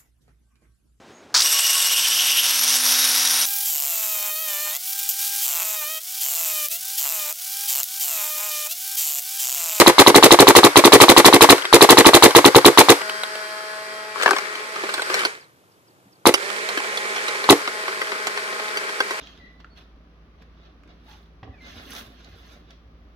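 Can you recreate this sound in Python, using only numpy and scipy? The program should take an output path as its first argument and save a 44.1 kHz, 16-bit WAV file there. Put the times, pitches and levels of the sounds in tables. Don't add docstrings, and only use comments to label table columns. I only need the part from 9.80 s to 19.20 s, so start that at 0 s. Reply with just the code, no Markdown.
import sys
import numpy as np
from scipy import signal
from scipy.fft import rfft, irfft, next_fast_len
from scipy.io import wavfile
from scipy.ndimage import uniform_filter1d

SR = 44100
rng = np.random.default_rng(int(sys.argv[2]) if len(sys.argv) > 2 else 0)


def transcribe(u):
    v = np.clip(np.atleast_2d(u).T, -1, 1)
    q = np.round(v * 32767).astype(np.int16)
    wavfile.write(sys.argv[1], SR, q)


N = 414537

OFF_S, ON_S = 5.46, 6.518
LAG_BACK_MS, LAG_SIDE_MS = 0.037, .22


def gain_of(db):
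    return 10 ** (np.asarray(db) / 20)


def evened(x):
    return x / np.sqrt(np.mean(x ** 2) + 1e-20)


def read(points, hz):
    f, value = np.transpose(points)
    return np.interp(np.log(hz + 1), np.log(f + 1), value)


def add(mix, s, sound):
    at = round(s * SR)
    part = mix[:, max(at, 0):max(at + sound.shape[1], 0)]
    part += sound[:, max(-at, 0):][:, :part.shape[1]]


def waver():
    steps = evened(uniform_filter1d(rng.standard_normal(N // 512 + 2), size=8))
    return np.interp(np.arange(N) / 512, np.arange(len(steps)), steps)


def port_noise(size, spectrum, lag_ms, tilt_db=0):
    # frequency in Hz, likeness 0-1.
    likeness = [(60, 0.24), (300, 0.93), (900, 0.82), (2000, 0.81), (6000, 0.1), (15000, 0.042)]
    hz = np.fft.rfftfreq(size, 1 / SR)
    right, other = rfft(rng.standard_normal((2, size)))
    same = np.clip(read(likeness, hz), 0, 1)
    delay = np.exp(-2j * np.pi * hz * lag_ms / 1000)
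    left = same * right * delay + np.sqrt(1 - same ** 2) * other
    colour = gain_of(read(spectrum, hz) + tilt_db * np.log2(hz / 4000 + 1e-3))
    return evened(irfft(np.array([left, right]) * colour, size))


def ring(modes, t, tilt_db, spread, shade_db):
    hz, db, t60 = np.transpose(modes)[..., None, None]
    detune = rng.standard_normal((len(modes), 1, 1))
    shade = rng.standard_normal((len(modes), 2, 1))
    after = np.maximum(t, 0)
    level_db = db + tilt_db * np.log2(hz / 1000) + shade_db * shade - 60 * after / t60
    tones = np.sin(2 * np.pi * hz * (1 + spread * detune) * after)
    return (gain_of(level_db) * tones).sum(0)


def shot(clack_db, whistle_db, gas_db, return_db):
    # nominal frequency in Hz, relative level in dB, t60 in seconds.
    body = [(131, -14, 0.11), (292, -8.5, 0.13), (349.2, -3.5, 0.096), (407.4, -1, 0.081),
            (466.2, -2, 0.08), (523.3, -9, 0.11), (730, -10, 0.046), (798, -13, 0.027), (850, -9.5, 0.07),
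            (980, -14, 0.022), (1117, -9, 0.051), (1330, -23.5, 0.01), (2011, -11, 0.034),
            (2210, -31.5, .3)]
    # mean time after the solenoid in ms,
    # relative level in dB, brightness in dB per octave, scatter in ms.
    blows = [(11.554, -4, -1.5, 0.12), (14.522, 2, 2, .2), (20.96, -9, -1, 0.55), (28.74, -17.5, 1.5, 0.85),
             (36.12, -10.5, 6.5, 0.26), (40.43, -8, -0.5, .3)]
    # time after the solenoid in ms,
    # relative level in dB, rise in ms, t60 in ms, brightness in dB per octave.
    puffs = [(.4, -7.5, 1.3, 46, -2), (10.41, 5, 1.3, 30, -2), (14.98, 9, 1, 20.6, 1.7),
             (24.2, -6, 1.6, 76, 0.5), (33.48, 2.5, 2.3, 36.5, -4.5), (43.6, -21.5, 8.9, 334, -1.5)]
    # frequency in Hz, relative density in dB per Hz.
    gas = [(290, -36), (500, -7.5), (1130, -6), (1450, -13), (2040, -8.5), (2880, -12.5), (3890, -8.5),
           (5040, -14), (11700, -16.5), (14400, -25), (15400, -23.5)]
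    size, lag_ms = 6144, .075
    ms = np.arange(size) * 1000 / SR - .6 - np.array([[lag_ms], [0]])

    swings = np.sin(2 * np.pi * 1.02 * ms) * (ms > 0) * (ms < 2.45)
    clack = -gain_of(9.5 + clack_db) * swings * np.exp(-ms / 1.37)

    u = ms - np.array([[6.6], [6.2]]) - 0.1175 * rng.standard_normal()
    fall = 0.22 + .03 * rng.standard_normal()
    turns = 4.446 * u - fall * u * abs(u) + rng.random()
    swell = np.clip(u / 0.24, 0, 1) * np.exp(-(u / 3.83) ** 4)
    whistle = gain_of(1.3 + whistle_db) * swell * np.sin(2 * np.pi * turns)

    out = clack + whistle
    for at, db, tilt_db, scatter in blows:
        t = (ms - at - scatter * rng.standard_normal()) / 1000
        level_db = db + return_db * (at > 25)
        out += gain_of(level_db) * ring(body, t, tilt_db, spread=0.013, shade_db=2.5)
    for at, db, rise, t60, tilt_db in puffs:
        u = np.maximum(ms - at, 0)
        shape = (1 - np.exp(-u / rise)) * gain_of(db + gas_db - 60 * u / t60)
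        out += shape * port_noise(size, gas, lag_ms, tilt_db)
    return out


def shaft():
    # time in seconds, speed in Hz.
    speed = [(3.3, 212.4), (4.39, 214.3), (4.5, 209), (4.62, 209.6), (4.9, 215.6), (5.25, 210.8),
             (7.64, 210.3), (7.88, 212.7), (9.4, 211.4)]
    spin_up_s, coast_s = .05, .6
    t = np.arange(N) / SR
    coasting = np.where((t > OFF_S) & (t < ON_S), t - OFF_S, 0)
    spin_up = np.where(t < ON_S, 1, 1 - np.exp(-np.maximum(t - ON_S, 0) / spin_up_s))
    hz = np.interp(t, *np.transpose(speed)) * spin_up * np.exp(-coasting / coast_s)
    return hz, spin_up, coasting


def motor_whine(angle, turned, coasting):
    # multiple of the shaft speed,
    # rms level in dB heard from the back, rms level in dB heard from the side.
    orders = [(1, -65, -59), (2, -50, -49), (3, -39, -52), (4, -48, -50), (5, -51, -49), (6, -53, -50),
              (7, -49, -60), (8, -48, -58), (9, -50, -49), (10, -54, -56), (11, -53, -49), (12, -62, -54),
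              (13, -59, -62), (15, -51, -61), (16, -60, -58), (18, -60, -62), (19, -59, -62),
              (20, -63, -57), (21, -60, -60), (22, -61, -60)]
    lift_db, fade_db_per_s, start_s = 1.5, 210, 3.2
    surge_peak_db, surge_s = 16, .12
    t = np.arange(N) / SR
    surge_db = surge_peak_db * (t > ON_S) * np.exp(-(abs(t - ON_S) / surge_s) ** 2)
    whine = np.zeros((2, N))
    for k, back_db, side_db in orders:
        level_db = surge_db * (k == 3) + back_db + turned * (side_db - back_db) + 2.55 * waver()
        whine += gain_of(level_db) * np.sin(k * angle + 2 * np.pi * rng.random())
    whine *= np.sqrt(2) * gain_of(lift_db - fade_db_per_s * coasting)
    return whine * np.clip((t - start_s) / .03 + .5, 0, 1)


def gear_noise(angle, turned):
    # frequency in Hz, relative density in dB per Hz.
    back_colour, side_colour = [(90, -42), (150, -36), (210, -32.5), (315, -21), (390, -6.5), (600, -23),
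                                (950, -12), (1480, -1), (2600, -16), (3500, -19), (4700, -10), (6500, -24),
                                (8500, -20), (13200, -30), (15400, -53)], [(90, -26), (150, -24), (210, -19), (315, -19), (385, 2),
                                                    (735, -8.5), (1790, 2), (2260, 0.5), (2800, -10),
                                                    (4200, -11.5), (6200, -16), (8630, -17), (11800, -27),
                                                    (13500, -31), (15400, -54.5)]
    size = next_fast_len(N)
    gears = np.sqrt(1 - turned) * port_noise(size, back_colour, 0.33)[:, :N]
    gears += np.sqrt(turned) * port_noise(size, side_colour, 0.29)[:, :N]
    return gears * (1 + 0.18 * np.sin(angle))


def knock(tilt_db, boom_db, clatter_ms, lag_ms):
    # nominal frequency in Hz, relative level in dB before boom and brightness,
    # t60 in seconds.
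    modes = [(411, -8, 0.071), (530, -6, .03), (850, -13, 0.011), (1180, -2, 0.02), (1330, -2.5, 0.008),
             (1590, 1, 0.023), (2190, 0.5, .014), (2700, -1, .01), (3140, -2, 0.013), (3730, -6, 0.0052),
             (4200, -6, 0.0089), (5000, -13, 0.0045), (5900, -13.5, 0.0023), (7400, -19, 0.0039),
             (8870, -22.5, .003)]
    t = np.arange(3072) / SR - np.array([[1 + lag_ms], [1]]) / 1000
    shell = [(hz, db + boom_db * (hz < 600), t60) for hz, db, t60 in modes]
    ms = np.arange(1024) * 1000 / SR
    contacts = rng.standard_normal(1024) * (rng.random(1024) < .3) * np.exp(-ms / max(clatter_ms, .3))
    contacts[0] = 3
    rings = ring(shell, t, tilt_db, spread=.06, shade_db=3.5)
    rings[:, 48:51] += gain_of(-7.5)
    tap = signal.fftconvolve(rings, contacts[None], axes=1)
    bass_cut = signal.butter(4, 330, "high", fs=SR, output="sos")
    tap = signal.sosfilt(bass_cut, tap)
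    return tap / abs(tap).max()


def rattle(level_db):
    out = np.zeros((2, N))
    for tilt in np.linspace(-4, 6, 12):
        struck = rng.random(N) < 12 / SR
        strength = gain_of(3.9 * np.minimum(rng.exponential(1, N), 4)) * struck
        hits = strength[None] * gain_of(level_db)
        out += signal.oaconvolve(knock(tilt, -5.0, 2.0, LAG_SIDE_MS), hits, axes=1)[:, :N]
    return out


def hopper_knocks(turned):
    # start in seconds, peak level in dB before panning,
    # brightness in dB per octave.
    knocks = [(1.781, -7.5, 6), (1.821, -14, 4), (1.844, -17, -1), (1.852, -8.5, 7), (2.245, -2, 3),
              (2.507, -7.5, 9), (2.812, -17, 10), (2.913, -17, 12), (3.215, -13, 6), (3.295, -11, 7),
              (3.434, -8, 8), (3.553, -18, 7), (4.358, -18, -14), (4.398, -15, 1), (4.423, -8, 14),
              (4.431, -7, 14), (4.459, 1.5, -9), (4.477, -1, -8), (4.489, -6, -20), (4.508, -1, -26),
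              (4.531, -7, -8), (4.564, -8.5, 3), (4.584, -9, 7.5), (4.753, -15.5, 6), (4.958, -15.5, 0),
              (5.035, -14, -8), (5.09, -11.5, 2), (5.139, -7.5, 12), (5.178, -14.5, -6), (5.194, -12, -1),
              (5.219, -10, 10), (5.299, -10.5, -3.5), (5.341, -5.5, 11), (5.392, -8, 9), (5.45, -5, 5.5),
              (6.539, 1, 9), (6.762, -16, 14), (6.888, -14, 8), (6.973, -10.5, 2.5), (7.172, -12, 10),
              (7.362, -16.5, 8), (7.481, -11, 6), (7.64, -11.5, 4), (7.875, -10, 1), (8.08, -10.5, 0.5),
              (8.215, -9, 2), (8.318, -11.5, 3), (8.469, -7, 5.5), (8.574, -12, 4), (8.728, -17, -2),
              (8.796, -13.5, 3), (8.971, -8, 9), (9.091, -17, 1), (9.203, -5, 2), (9.307, -11, 6)]
    back = np.array([-12.5, 3, LAG_BACK_MS])
    side = np.array([-3, 8.8, LAG_SIDE_MS])
    out = np.zeros((2, N))
    for s, db, tilt_db in knocks:
        boom_db, clatter_ms, lag_ms = back + turned[round(s * SR)] * (side - back)
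        boom_db += 1.3 * tilt_db
        add(out, s, gain_of(db) * knock(tilt_db, boom_db, clatter_ms, lag_ms))
    return out


def loader():
    # time in seconds, gear noise in dB while driven,
    # turn 0-1 from its back to its side, left-right difference in dB.
    pose = [(1.85, -30, .3, 1), (3.2, -29.5, 0.2, .5), (3.7, -33.5, 0.11, -0.5), (4.33, -36, 0.46, 0),
            (4.42, -26.5, 0.57, 3), (4.5, -26.5, 0.27, 2), (4.65, -30.5, 0.78, 2.5), (4.9, -33, 0.7, -2.5),
            (5.05, -29.5, 0.93, -2), (5.25, -30.5, 0.35, -2), (5.36, -23, 0.78, 0), (5.46, -27, 0.92, -2.5),
            (6.6, -28, 0.85, -6), (6.9, -28, 1, -3.5), (7.55, -27, 0.95, -3.5), (7.8, -29.5, 0.72, -1.5),
            (9.4, -30, 0.8, -1.5)]
    gears_fade_db_per_s = 145
    rattle_back_db, rattle_side_db = -10.5, -2
    t = np.arange(N) / SR
    s, *columns = np.transpose(pose)
    gears_db, turned, pan_db = (np.interp(t, s, c) for c in columns)
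    turned = np.clip(turned, 0, 1)
    hz, drive, coasting = shaft()
    hz = hz * (1 + .0006 * waver())
    angle = 2 * np.pi * np.cumsum(hz) / SR - np.array([[.08], [0]])

    gears_db = gears_db - gears_fade_db_per_s * coasting
    shake_db = 17.5 * np.exp(-((t - 4.43) / 0.07) ** 2)
    rattle_db = gears_db + rattle_back_db + turned * (rattle_side_db - rattle_back_db) + shake_db

    running = motor_whine(angle, turned, coasting)
    running += gain_of(gears_db) * gear_noise(angle, turned)
    running += rattle(rattle_db)
    out = drive * running + hopper_knocks(turned)
    return out * gain_of(pan_db * np.array([[.5], [-.5]]))


def chirp(db, start_hz, end_hz, length):
    out = np.zeros((2, 4096))
    for delay, drop_db, share in [(0, 0, 1), (length + .003, -3, .6)]:
        hz = np.linspace(end_hz + share * (start_hz - end_hz), end_hz, int(share * length * SR))
        note = np.hanning(len(hz)) * np.sin(2 * np.pi * np.cumsum(hz) / SR)
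        add(out, delay, gain_of(db + drop_db) * np.array([note, 1.2 * np.roll(note, 3)]))
    return out


def thud(db, hz):
    t = np.arange(1600) / SR
    arch = np.sin(np.pi * t / t[-1]) * np.sin(np.pi * 3 * t / t[-1]) ** 2
    beats = arch * np.sin(2 * np.pi * hz * t)
    return gain_of(db) * np.array([beats, beats])


def field_air():
    # frequency in Hz, relative density in dB per Hz.
    colour = [(24, -47), (40, -7.5), (111, 7.5), (235, -7), (301, -2), (1130, -10.5), (2050, -15.5),
              (6290, -23), (13600, -24), (15400, -41.5)]
    return gain_of(-55.5) * port_noise(next_fast_len(N), colour, 0.3)[:, :N]


def scene():
    # first shot in seconds, shots in a row, strength in dB.
    bursts = [(-.019, 2, -2), (.182, 9, -2), (.9576, 10, -2), (1.927, 6, -2), (2.4235, 1, -2),
              (2.5495, 1, -1), (2.644, 1, -2), (2.747, 1, -1), (2.846, 1, -1), (2.974, 1, -1),
              (3.085, 1, -2), (6.455, 1, -6), (7.69, 1, -2)]
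    cycle_s = .0813
    # solenoid in dB, valve whistle in dB, gas in dB, bolt return in dB.
    mean_db, scatter_db = np.array((0.9, 0.15, 3, -3.5)), np.array((2.1, 1.8, 2.1, 4.1))
    # start in seconds, level in dB, start pitch in Hz, end pitch in Hz,
    # length of the first whistle in seconds.
    calls = [(5.6, -50, 5820, 3500, 0.032), (5.912, -60, 6030, 4040, .022), (6.07, -59, 6000, 3700, 0.028),
             (6.317, -56, 6000, 3850, .03)]
    # start in seconds, level in dB, pitch in Hz.
    bump = (6.252, -44, 190)
    mix = loader() + field_air()
    for first, shots, db in bursts:
        for k in range(shots):
            parts_db = mean_db + scatter_db * rng.standard_normal(len(mean_db))
            add(mix, first + k * cycle_s, gain_of(db) * shot(*parts_db))
    for s, *call in calls:
        add(mix, s, chirp(*call))
    add(mix, bump[0], thud(*bump[1:]))
    return mix


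def record(dry):
    # frequency in Hz, left-right difference in dB.
    port_colour = [(60, -8.5), (110, 0.0), (200, 3), (380, 1), (700, -4), (1290, 9.5), (2380, 0),
                   (4390, -2.5), (8110, -4.5), (15000, -1.5)]
    hz = np.linspace(0, SR / 2, 129)
    difference_db = read(port_colour, hz)
    ports = [signal.firwin2(129, hz, gain_of(side * difference_db / 2), fs=SR) for side in (1, -1)]
    coloured = signal.oaconvolve(dry, np.array(ports), "same", axes=1)
    thin = signal.sosfilt(signal.butter(2, 170, "high", fs=SR, output="sos"), coloured)
    clipped = thin / (1 + abs(thin) ** 8) ** (1 / 8)
    band_limit = signal.firwin(255, 15500, window=("kaiser", 7), fs=SR)
    limited = signal.oaconvolve(clipped, band_limit[None], "same")
    return np.clip(limited, -1, 1)


dry = scene()
out = record(dry)
transcribe(out)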